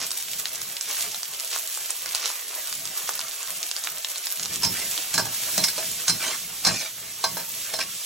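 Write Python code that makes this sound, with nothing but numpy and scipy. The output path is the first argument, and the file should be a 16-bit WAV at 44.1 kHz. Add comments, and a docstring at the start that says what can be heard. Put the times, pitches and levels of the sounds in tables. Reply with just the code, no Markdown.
"""A small kitchen, where chopped onion, garlic and ginger fry in a steel wok over a low rumble.
Tiny steam bubbles burst in the oil and sum to a sizzle; drops of water spit in sharp pops.
From about 4.5 s a metal ladle turns the food: friction and impact excite the wok's modes,
and the wok rocks on the stove. Hard walls add a short reverberation. The listener is a close
two-port microphone whose suppressor ducks the bass at the sharper pops."""
import sys
import numpy as np
from scipy import signal
from scipy.fft import rfft, irfft, next_fast_len
from scipy.io import wavfile
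from scipy.ndimage import uniform_filter1d, minimum_filter1d, map_coordinates

SR = 44100
rng = np.random.default_rng(int(sys.argv[2]) if len(sys.argv) > 2 else 0)


def dump(signal):
    """Clip the signal to [-1, 1] and save it as 16-bit WAV at the path in sys.argv[1]."""
    limited = np.clip(np.atleast_2d(signal).T, -1, 1)
    pcm = np.round(limited * 32767).astype(np.int16)
    wavfile.write(sys.argv[1], SR, pcm)


N = 355005


def amp(db):
    """Decibels to amplitude ratio."""
    return 10 ** (np.asarray(db) / 20)


def unit(x):
    """Normalisation to rms 1."""
    return x / np.sqrt(np.mean(x ** 2) + 1e-20)


def along(points, hz):
    """Interpolation of (frequency_hz, value) points on a log axis."""
    f, v = np.transpose(points)
    return np.interp(np.log(hz + 1), np.log(f + 1), v)


def bump(hz, centre, width):
    """A Gaussian bell on a log frequency axis."""
    return np.exp(-(np.log((hz + 1) / centre) / width) ** 2)


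def envelope(points):
    """Linear interpolation of (time_s, value) points at every sample."""
    return np.interp(np.arange(N) / SR, *np.transpose(points))


def wobble(rate):
    """Smooth random modulation, rate knots a second."""
    return map_coordinates(rng.standard_normal(int(N * rate / SR) + 4), [np.arange(N) * rate / SR])


def swells(rows, rise):
    """Gain of gestures whose power climbs linearly for the share rise of their length, then falls."""
    t = np.arange(N) / SR
    return sum(amp(db) * np.sqrt(np.interp((t - start) / length, [0, rise, 1], [0, 1, 0]))
               for start, length, db in rows)


def filtered(x, response):
    """Linear filtering: the spectrum of x times a frequency response."""
    n = x.shape[-1]
    m = next_fast_len(n + 8192)
    return irfft(rfft(x, m) * response(np.fft.rfftfreq(m, 1 / SR)), m)[..., :n]


def coloured(x, spectrum):
    """Spectral shaping by (frequency_hz, level_db) points, at rms 1."""
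    return unit(filtered(x, lambda hz: amp(along(spectrum, hz))))


def resonate(x, modes):
    """Forced response of (pitch_hz, bandwidth_hz, level_db) resonators of alternating sign, at rms 1."""
    def response(hz):
        return sum((-1) ** k * amp(db) * 1j * hz * width / (pitch ** 2 - hz ** 2 + 1j * hz * width)
                   for k, (pitch, width, db) in enumerate(modes))
    return unit(filtered(x, response))


def add(track, start_s, sound):
    """Superposition of a sound on the track."""
    start = max(0, round(start_s * SR))
    track[start:start + len(sound)] += sound[:max(0, len(track) - start)]


def grains(rate, spread_db, life_s):
    """Shot noise: damped sinusoids of random time and pitch, most faint and a few strong; rms 1."""
    when, pitch, strength, span, sign = rng.random((int(rate * N / SR), 5)).T[..., None]
    k = np.arange(32)
    rarity = -np.log(np.maximum(strength, 1 / 170))
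    decay = np.exp(-k / (SR * life_s * (.5 + span)))
    bursts = amp(spread_db * rarity) * np.sign(sign - .5) * np.sin(np.pi * pitch * k) * decay
    samples = (when * N).astype(int) + k
    return unit(np.bincount(samples.ravel(), bursts.ravel(), minlength=N)[:N])


def patchy(x, depth_db):
    """Random spectral modulation: narrow peaks come and go within some 50 ms."""
    spectra = signal.stft(x, nperseg=512)[2]
    field = uniform_filter1d(rng.standard_normal(spectra.shape), size=3, axis=0)
    field = unit(uniform_filter1d(field, size=9, axis=1))
    return unit(signal.istft(spectra * amp(depth_db * field), nperseg=512)[1][:N])


# Reverberation time of the room: frequency_hz, t60_s
ROOM_DECAY = [(200, 0.31), (2000, 0.087), (14000, 0.073)]

def kitchen(x, delay_s=.0025):
    """Diffuse reflection from hard walls: a tail that differs at each port and as the sound moves."""
    wet, hop = np.zeros((2, N)), SR // 16
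    fade = np.sqrt(np.hanning(2 * hop))  # overlapping stretches of equal power
    starts = np.arange(0, N, hop)
    stretches = fade * np.pad(x, (0, 2 * hop))[starts[:, None] + np.arange(2 * hop)]
    hz, t, noise = signal.stft(rng.standard_normal((2, len(starts), SR // 8)), SR, nperseg=256)
    tails = signal.istft(noise * amp(-60 * t / along(ROOM_DECAY, hz)[:, None]), SR, nperseg=256)[1]
    tails /= np.linalg.norm(tails, axis=-1, keepdims=True)
    echoes = signal.fftconvolve(stretches[None], tails, axes=-1)
    for port, row in zip(wet, echoes):
        for start, echo in zip(starts, row):
            add(port, start / SR + delay_s, echo)
    return wet


# Course of the kitchen rumble: time_s, level_db
RUMBLE_LEVEL = [(0, -64), (.4, -52.5), (.7, -59), (1.1, -58.5), (1.8, -69), (2.05, -60), (2.6, -65.5),
                (2.88, -58.5), (3.7, -65.5), (4.33, -64), (4.42, -52), (6.9, -56.5), (8.05, -58.5)]
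# Its spectrum: frequency_hz, level_db
RUMBLE_SPECTRUM = [(20, -26), (50, -0.5), (75, -5.5), (105, 0), (175, 1), (260, -4.5), (450, -4.5),
                   (1200, -60), (4000, -60)]
# Modes of the wok's mass on its support: pitch_hz, bandwidth_hz, level_db
SUPPORT_MODES = [(110.4, 13.6, -3.5), (136, 13.5, -8), (173, 16, 0.5), (216, 82, -6), (294, 200, -12)]

def rumble(waver_db=3.1):
    """Low noise and resonance: a wavering rumble booms in the wok and grows once the stirring starts."""
    gain = amp(envelope(RUMBLE_LEVEL) + waver_db * wobble(8.2))
    hum = coloured(rng.standard_normal(N), RUMBLE_SPECTRUM)
    boom = resonate(rng.standard_normal(N), SUPPORT_MODES)
    return gain * (amp(-2) * hum + amp(-3.5) * boom)


# Judders after heavy pushes: start_s, length_s, relative_db
JUDDERS = [(4.645, 0.11, -36.5), (5.14, 0.21, -41), (5.575, 0.074, -34), (6.09, 0.097, -38),
           (6.665, 0.11, -32), (7.24, 0.2, -47)]

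def rocking():
    """Forced vibration: pushed by the ladle, the wok judders on its support."""
    return amp(1) * swells(JUDDERS, rise=.13) * resonate(rng.standard_normal(N), SUPPORT_MODES)


# Strength of the frying, surging as wet sides meet the steel: time_s, relative_db
FRYING_LEVEL = [(0, -34.5), (.8, -37.5), (1.0, -31), (1.2, -36), (2.13, -33.5), (2.4, -35.5), (2.8, -34.5),
                (3.4, -35.5), (4.2, -35), (5.04, -31.5), (5.25, -35), (5.42, -31), (5.87, -32.5),
                (6.5, -36), (7.02, -39.5), (7.62, -33.5), (7.85, -37.5), (8.05, -35.5)]
# Power in distinct crackles, falling as stirring coats the food in oil: time_s, share_0_to_1
CRACKLE_SHARE = [(0, 0.56), (4.4, 0.57), (4.8, 0.26), (8.05, 0.13)]
# Wet pieces settling on hot steel: start_s, length_s, level_db
WET_FLARES = [(0.0, 0.053, -28.5), (.87, 0.074, -33), (1.5, 0.092, -32.5), (1.89, 0.023, -31.5),
              (2.18, 0.15, -30), (3.07, 0.025, -32), (3.83, 0.047, -36)]
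# Spectra of bubbles, of wet food, and of flares and scrapes: frequency_hz, level_db
FIZZ_SPECTRUM = [(120, -84), (400, -34), (1200, -20), (2200, -6.5), (3100, -2), (4600, -1.5), (6000, 0.5),
                 (8000, -1.5), (9800, -4.5), (11600, 3), (13500, 0), (15800, -1.5)]
SPUTTER_SPECTRUM = [(60, -70), (220, -15.5), (400, -2.5), (630, 0.5), (820, -1.5), (1100, 3), (2000, 3),
                    (3000, 2), (6000, -15.5), (16000, -44)]
SCRAPE_SPECTRUM = [(60, -62), (250, -9), (600, -4.5), (1100, 0.5), (1600, -2), (2300, 2), (4000, 3.5),
                   (6000, 7), (8500, -3), (11000, -3.5), (16000, -15)]
# Hollow resonances of the bowl: pitch_hz, bandwidth_hz, level_db
BOWL_MODES = [(664, 48, -8.5), (2980, 120, -1.5)]

def sizzle(sputter_db=-47, sputter_growth=.94, bowl_db=-51, bowl_growth=1.7):
    """Incoherent summation: countless bubbles merge into hiss, larger ones crackle, wet food sputters."""
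    frying_db = envelope(FRYING_LEVEL)
    surging_db = frying_db + .31 * wobble(7)  # small surges as pieces settle
    share = envelope(CRACKLE_SHARE)
    boil = wobble(35)  # steam escapes in little spurts
    hiss = np.sqrt(1 - share) * amp(1.2 * wobble(9.1)) * coloured(rng.standard_normal(N), FIZZ_SPECTRUM)
    pops = coloured(grains(rate=1900, spread_db=4, life_s=.00007), FIZZ_SPECTRUM)
    crackle = np.sqrt(share) * amp(2.82 * boil) * pops
    bubbles = patchy(grains(rate=5000, spread_db=2, life_s=.00012), depth_db=2.5)
    wet_db = sputter_db + sputter_growth * (frying_db - frying_db.mean())
    sputter = amp(wet_db + 1.35 * boil + 1.6 * wobble(10)) * coloured(bubbles, SPUTTER_SPECTRUM)
    steam = coloured(grains(rate=6800, spread_db=3.5, life_s=.0001), SCRAPE_SPECTRUM)
    flares = swells(WET_FLARES, rise=.48) * steam
    hollow_db = bowl_db + bowl_growth * (surging_db - surging_db.mean())
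    bowl = np.sqrt(share) * amp(hollow_db) * resonate(bubbles, BOWL_MODES)
    return amp(surging_db + 3) * (hiss + crackle) + sputter + flares + bowl


def sheen(relative_db=-8, corner_hz=8000, spurt_db=5):
    """A distributed source: the finest bubbles burst all over the bowl, uncorrelated at the two ports."""
    bursts = np.array([grains(rate=4200, spread_db=4.5, life_s=.00005) for port in range(2)])
    fizz = filtered(coloured(bursts, FIZZ_SPECTRUM), lambda hz: (hz / np.hypot(hz, corner_hz)) ** 2)
    return amp(envelope(FRYING_LEVEL) + relative_db + spurt_db * wobble(14)) * unit(fizz)


# The loudest water drops in the oil: start_s, relative_db, pitch_hz, plop_offset_db
WATER_DROPS = [(0.106, -11.5, 6350, -37), (0.115, -10.5, 5520, -34), (0.455, -7.5, 3970, -45),
               (0.616, -14, 5860, -30), (0.81, -8, 6550, -44), (0.911, -14, 5720, -37),
               (1.145, -15, 4050, -27), (1.231, -10.5, 5900, -34.5), (1.531, -12.5, 2980, -26),
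               (1.561, -12, 7370, -19), (1.674, -12, 7820, -40), (1.774, -15, 7430, -23),
               (1.905, -7, 8590, -37), (2.059, -12.5, 4540, -30), (2.148, -4, 6050, -32),
               (2.257, -6.5, 5500, -28), (2.301, -15, 5830, -19), (2.726, -12.5, 4770, -33),
               (2.753, -15, 11500, -37), (2.854, -12, 5860, -30), (3.091, -10.5, 5570, -17.5),
               (3.192, -10, 5410, -28), (3.429, -14, 7200, -35), (3.713, -7.5, 4220, -42),
               (3.764, -9.5, 5420, -33), (3.838, -11.5, 5920, -35), (3.872, -10, 3340, -26.5),
               (4.046, -7, 3700, -30.5), (4.158, -15.5, 4100, -27), (4.269, -8.5, 3840, -33),
               (4.396, -11, 5660, -37), (4.457, -11, 5400, -30.5), (4.977, -8.5, 4000, -37)]

def spits(snap_s=.00043, band_ratio=1.28, fizz_s=.013, plop_hz=1200, plop_s=.00028):
    """Impulsive radiation: a drop bursts with a band-limited snap, a low cavity plop and a short fizz."""
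    track, t = np.zeros(N), np.arange(SR // 25) / SR
    pulse = lambda peak_s: t / peak_s * np.exp(1 - t / peak_s)
    burst = pulse(snap_s) + amp(-23) * np.exp(-t / fizz_s)
    for start, db, hz, plop_db in WATER_DROPS:
        band = signal.butter(1, [hz / band_ratio, hz * band_ratio], 'bandpass', fs=SR, output='sos')
        snap = signal.sosfilt(band, burst * rng.standard_normal(len(t)))
        snap *= np.linalg.norm(burst) / np.linalg.norm(snap)
        cavity_hz = plop_hz * np.exp(.045 * rng.standard_normal())
        plop = np.sin(2 * np.pi * cavity_hz * t) * pulse(plop_s)
        add(track, start + .0006, amp(db) * (amp(-8) * snap + amp(plop_db + 14) * plop))
    # the pops carry no bass below about 420 Hz
    return signal.sosfilt(signal.butter(4, 420, 'highpass', fs=SR, output='sos'), track)


# Modes of wok and ladle ringing together: pitch_hz, level_db, t60_s
STEEL_MODES = [(651, -1.5, 0.17), (740, -12, 0.03), (919, -8, 0.25), (1112, -15, 0.27), (1561, 1, 0.1),
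               (1662, 0.5, 0.12), (1780, -5, 0.019), (2150, -10, 0.34), (2320, 3.5, 0.037),
               (3190, -9.5, 0.25), (4110, 6, 0.19), (4320, -5, 0.12), (4990, 5, 0.18), (5230, 6, 0.13),
               (5310, 7.5, 0.18), (5750, 3, 0.13), (6200, -2, 0.18), (6270, 10, 0.056), (7270, 3, 0.1),
               (7910, 5, 0.056), (8360, 1, 0.1), (8670, -5, 0.062), (8700, 5.5, 0.098)]
# Ladle strokes through the food: start_s, length_s, level_db
LADLE_STROKES = [(4.5, 0.041, -40), (4.745, .12, -31), (4.95, 0.075, -37), (5.75, 0.1, -34),
                 (6.195, 0.17, -26.5), (6.675, 0.15, -28), (6.8, 0.099, -32.5), (7.39, 0.038, -35),
                 (7.8, 0.045, -29.5)]

def ladle_scrapes():
    """Stick-slip friction: sliding steel catches and slips in tiny grains that excite the wok's modes."""
    slips = patchy(grains(rate=4000, spread_db=1.5, life_s=.000065), depth_db=5)
    slips *= amp(1.2 * wobble(110))
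    rasp = amp(-.4) * coloured(slips, SCRAPE_SPECTRUM)
    ring = amp(-5) * resonate(slips, [(hz, 9 / t60, db) for hz, db, t60 in STEEL_MODES])
    body = amp(-20.5) * coloured(slips, KNOCK_SPECTRUM)
    return swells(LADLE_STROKES, rise=.27) * (rasp + ring + body)


# Ladle blows: start_s, relative_db, clang_hz, knock_offset_db, knock_hz, rebound_offset_db
LADLE_HITS = [(4.622, -18, 5100, -29, 1010, -14), (4.6323, -8, 5260, -24.5, 950, -3.5),
              (5.1415, -7.5, 7400, -27, 900, -9), (5.1786, -8, 4270, -12, 1200, -7),
              (5.253, -28, 6000, -6.5, 775, -5), (5.578, -7, 6300, -20.5, 664, -14),
              (5.639, -3.5, 5400, -29.5, 1120, -23), (5.684, -11.5, 4250, -29, 1500, -20),
              (5.779, -17, 4300, -14, 585, -11), (6.080, -4, 6440, -28.5, 1070, -2.5),
              (6.227, -19, 4150, -19, 560, -18), (6.649, -4, 4770, -24.5, 1140, -7),
              (6.670, -6, 5900, -17, 680, -8.5), (7.240, -7.5, 4300, -13, 1010, -34),
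              (7.3687, -18, 4020, -12, 740, -31), (7.737, -11.5, 3470, -20, 740, -12),
              (7.789, -13.5, 4600, -15.5, 1200, -9)]

def contacts(hit_t60_s=.048, rebound_s=.0148, rebound_hz=4400, rebound_t60_s=.09):
    """Elastic rebound: every blow lands twice, the second time with a longer chatter."""
    for start, db, clang_hz, knock_db, knock_hz, rebound_db in LADLE_HITS:
        yield start, db, clang_hz, knock_db, knock_hz, hit_t60_s
        second_hz = rebound_hz * np.exp(.022 * rng.standard_normal())
        yield start + rebound_s, db + rebound_db, second_hz, knock_db, knock_hz, rebound_t60_s


# Spectra of a blow's bright clang and dull knock: frequency_hz, level_db
CLANG_SPECTRUM = [(100, -60), (700, -16), (2000, -4), (3400, -5.5), (4200, 1), (6200, -3.5), (8500, -5.5),
                  (11000, -5), (16000, -7.5)]
KNOCK_SPECTRUM = [(50, -45), (250, -4), (450, 0), (620, 4), (1100, 2.5), (1600, -12), (2400, -13),
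                  (5000, -10)]

def ladle_blows(attack_s=.00046, skid_s=.0075, scatter_db=3, detune=.0041, blur=.036):
    """Impact excitation: the ladle skids, bites and chatters, weighting the modes anew at every spot."""
    lead = SR // 80  # the skid begins before the hit
    track, t = np.zeros(N), np.arange(-lead, SR // 4) / SR
    after = np.maximum(t, 0)
    bite = 1 - np.exp(-after / attack_s)
    skid = amp(-9) * np.exp(-abs(t) / skid_s)
    mode_hz, mode_db, mode_t60 = np.transpose(STEEL_MODES)[..., None]
    for start, db, clang_hz, knock_db, knock_hz, t60 in contacts():
        spot = lambda hz: amp(6 * bump(hz, clang_hz, .11) + 7 * bump(hz, knock_hz, .23) - 3)
        clang, knock = [unit(filtered(coloured(rng.standard_normal(len(t)), spectrum), spot))
                        for spectrum in (CLANG_SPECTRUM, KNOCK_SPECTRUM)]
        contact = bite * amp(-60 * after / t60)
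        chatter = amp(-12) * clang * (contact + skid) + amp(knock_db + 4) * knock * contact
        # the blow's weight drives the low modes, its hard edge the high; longer contact feeds both more
        drive_db = np.where(mode_hz < 2000, knock_db - 3.5, -24)
        drive_db += scatter_db * rng.standard_normal(mode_hz.shape)
        gain = np.sqrt(t60 / .066) * amp(mode_db + drive_db) * spot(mode_hz)
        # the ladle stays pressed on the steel, so the modes shift and waver
        hz = mode_hz * (1 + detune * rng.standard_normal(mode_hz.shape))
        drift = np.cumsum(rng.standard_normal((len(mode_hz), len(t))), axis=1)
        waver = blur * np.sqrt(mode_hz / 4000) * drift
        phase = 2 * np.pi * (hz * t + rng.random(mode_hz.shape)) + waver
        ring = gain * amp(-60 * after / mode_t60) * np.sin(phase)
        add(track, start - lead / SR, amp(db) * (chatter + bite * ring.sum(0)))
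    return track


def scene():
    """Superposition of the wok's direct sound, its reverberation and the rumble."""
    frying = sizzle()
    impacts = spits() + ladle_blows() + ladle_scrapes()
    judder = rocking()
    direct = frying + sheen() + impacts + judder + rumble()
    return direct + kitchen(amp(-4.5) * frying + amp(-7.5) * impacts + amp(-13.5) * judder)


def suppressor(x, corner_hz=260, margin_db=-35, slope=2.8, hold_s=.062, ease_s=.03):
    """Downward expansion: bass far weaker than the crackle is ducked, so sharp pops empty the low end."""
    def rms(band, window_s):
        return np.sqrt(abs(uniform_filter1d(np.mean(band ** 2, axis=0), int(window_s * SR))) + 1e-20)
    bass = filtered(x, lambda hz: 1 / (1 + (hz / corner_hz) ** 8))
    balance_db = 20 * np.log10(rms(bass, .1) / rms(x - bass, .0052))
    duck_db = slope * np.minimum(balance_db - margin_db, 0)
    held_db = minimum_filter1d(duck_db, int(hold_s * SR))
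    gain_db = uniform_filter1d(held_db, int(ease_s * SR))
    return x - bass * (1 - amp(gain_db))


# Phase between the microphone ports: frequency_hz, left_lead_rad
PHASE_DIFFERENCE = [(0, 0), (3600, -.05), (4300, -.4), (4800, -1.3), (5300, -5.4), (5800, -6.2),
                    (7300, -6.4), (10600, -8.1), (13300, -9.35), (16000, -9.6)]
# Level between the ports: frequency_hz, left_minus_right_db
LEVEL_DIFFERENCE = [(100, -5.5), (300, -4.5), (600, -4.5), (2000, -2.5), (5000, -1.5), (9500, -3),
                    (13000, -0.5)]

def record(dry, top_hz=15950):
    """Two-point reception: the ports differ in phase and level, with bass suppression and a band limit."""
    half = np.array([[.5], [-.5]])
    def ports(hz):
        phase = half * np.interp(hz, *np.transpose(PHASE_DIFFERENCE))
        return np.exp(1j * phase) * amp(half * along(LEVEL_DIFFERENCE, hz)) * (hz < top_hz)
    return filtered(suppressor(dry), ports)


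dry = scene()
out = record(dry)
dump(out)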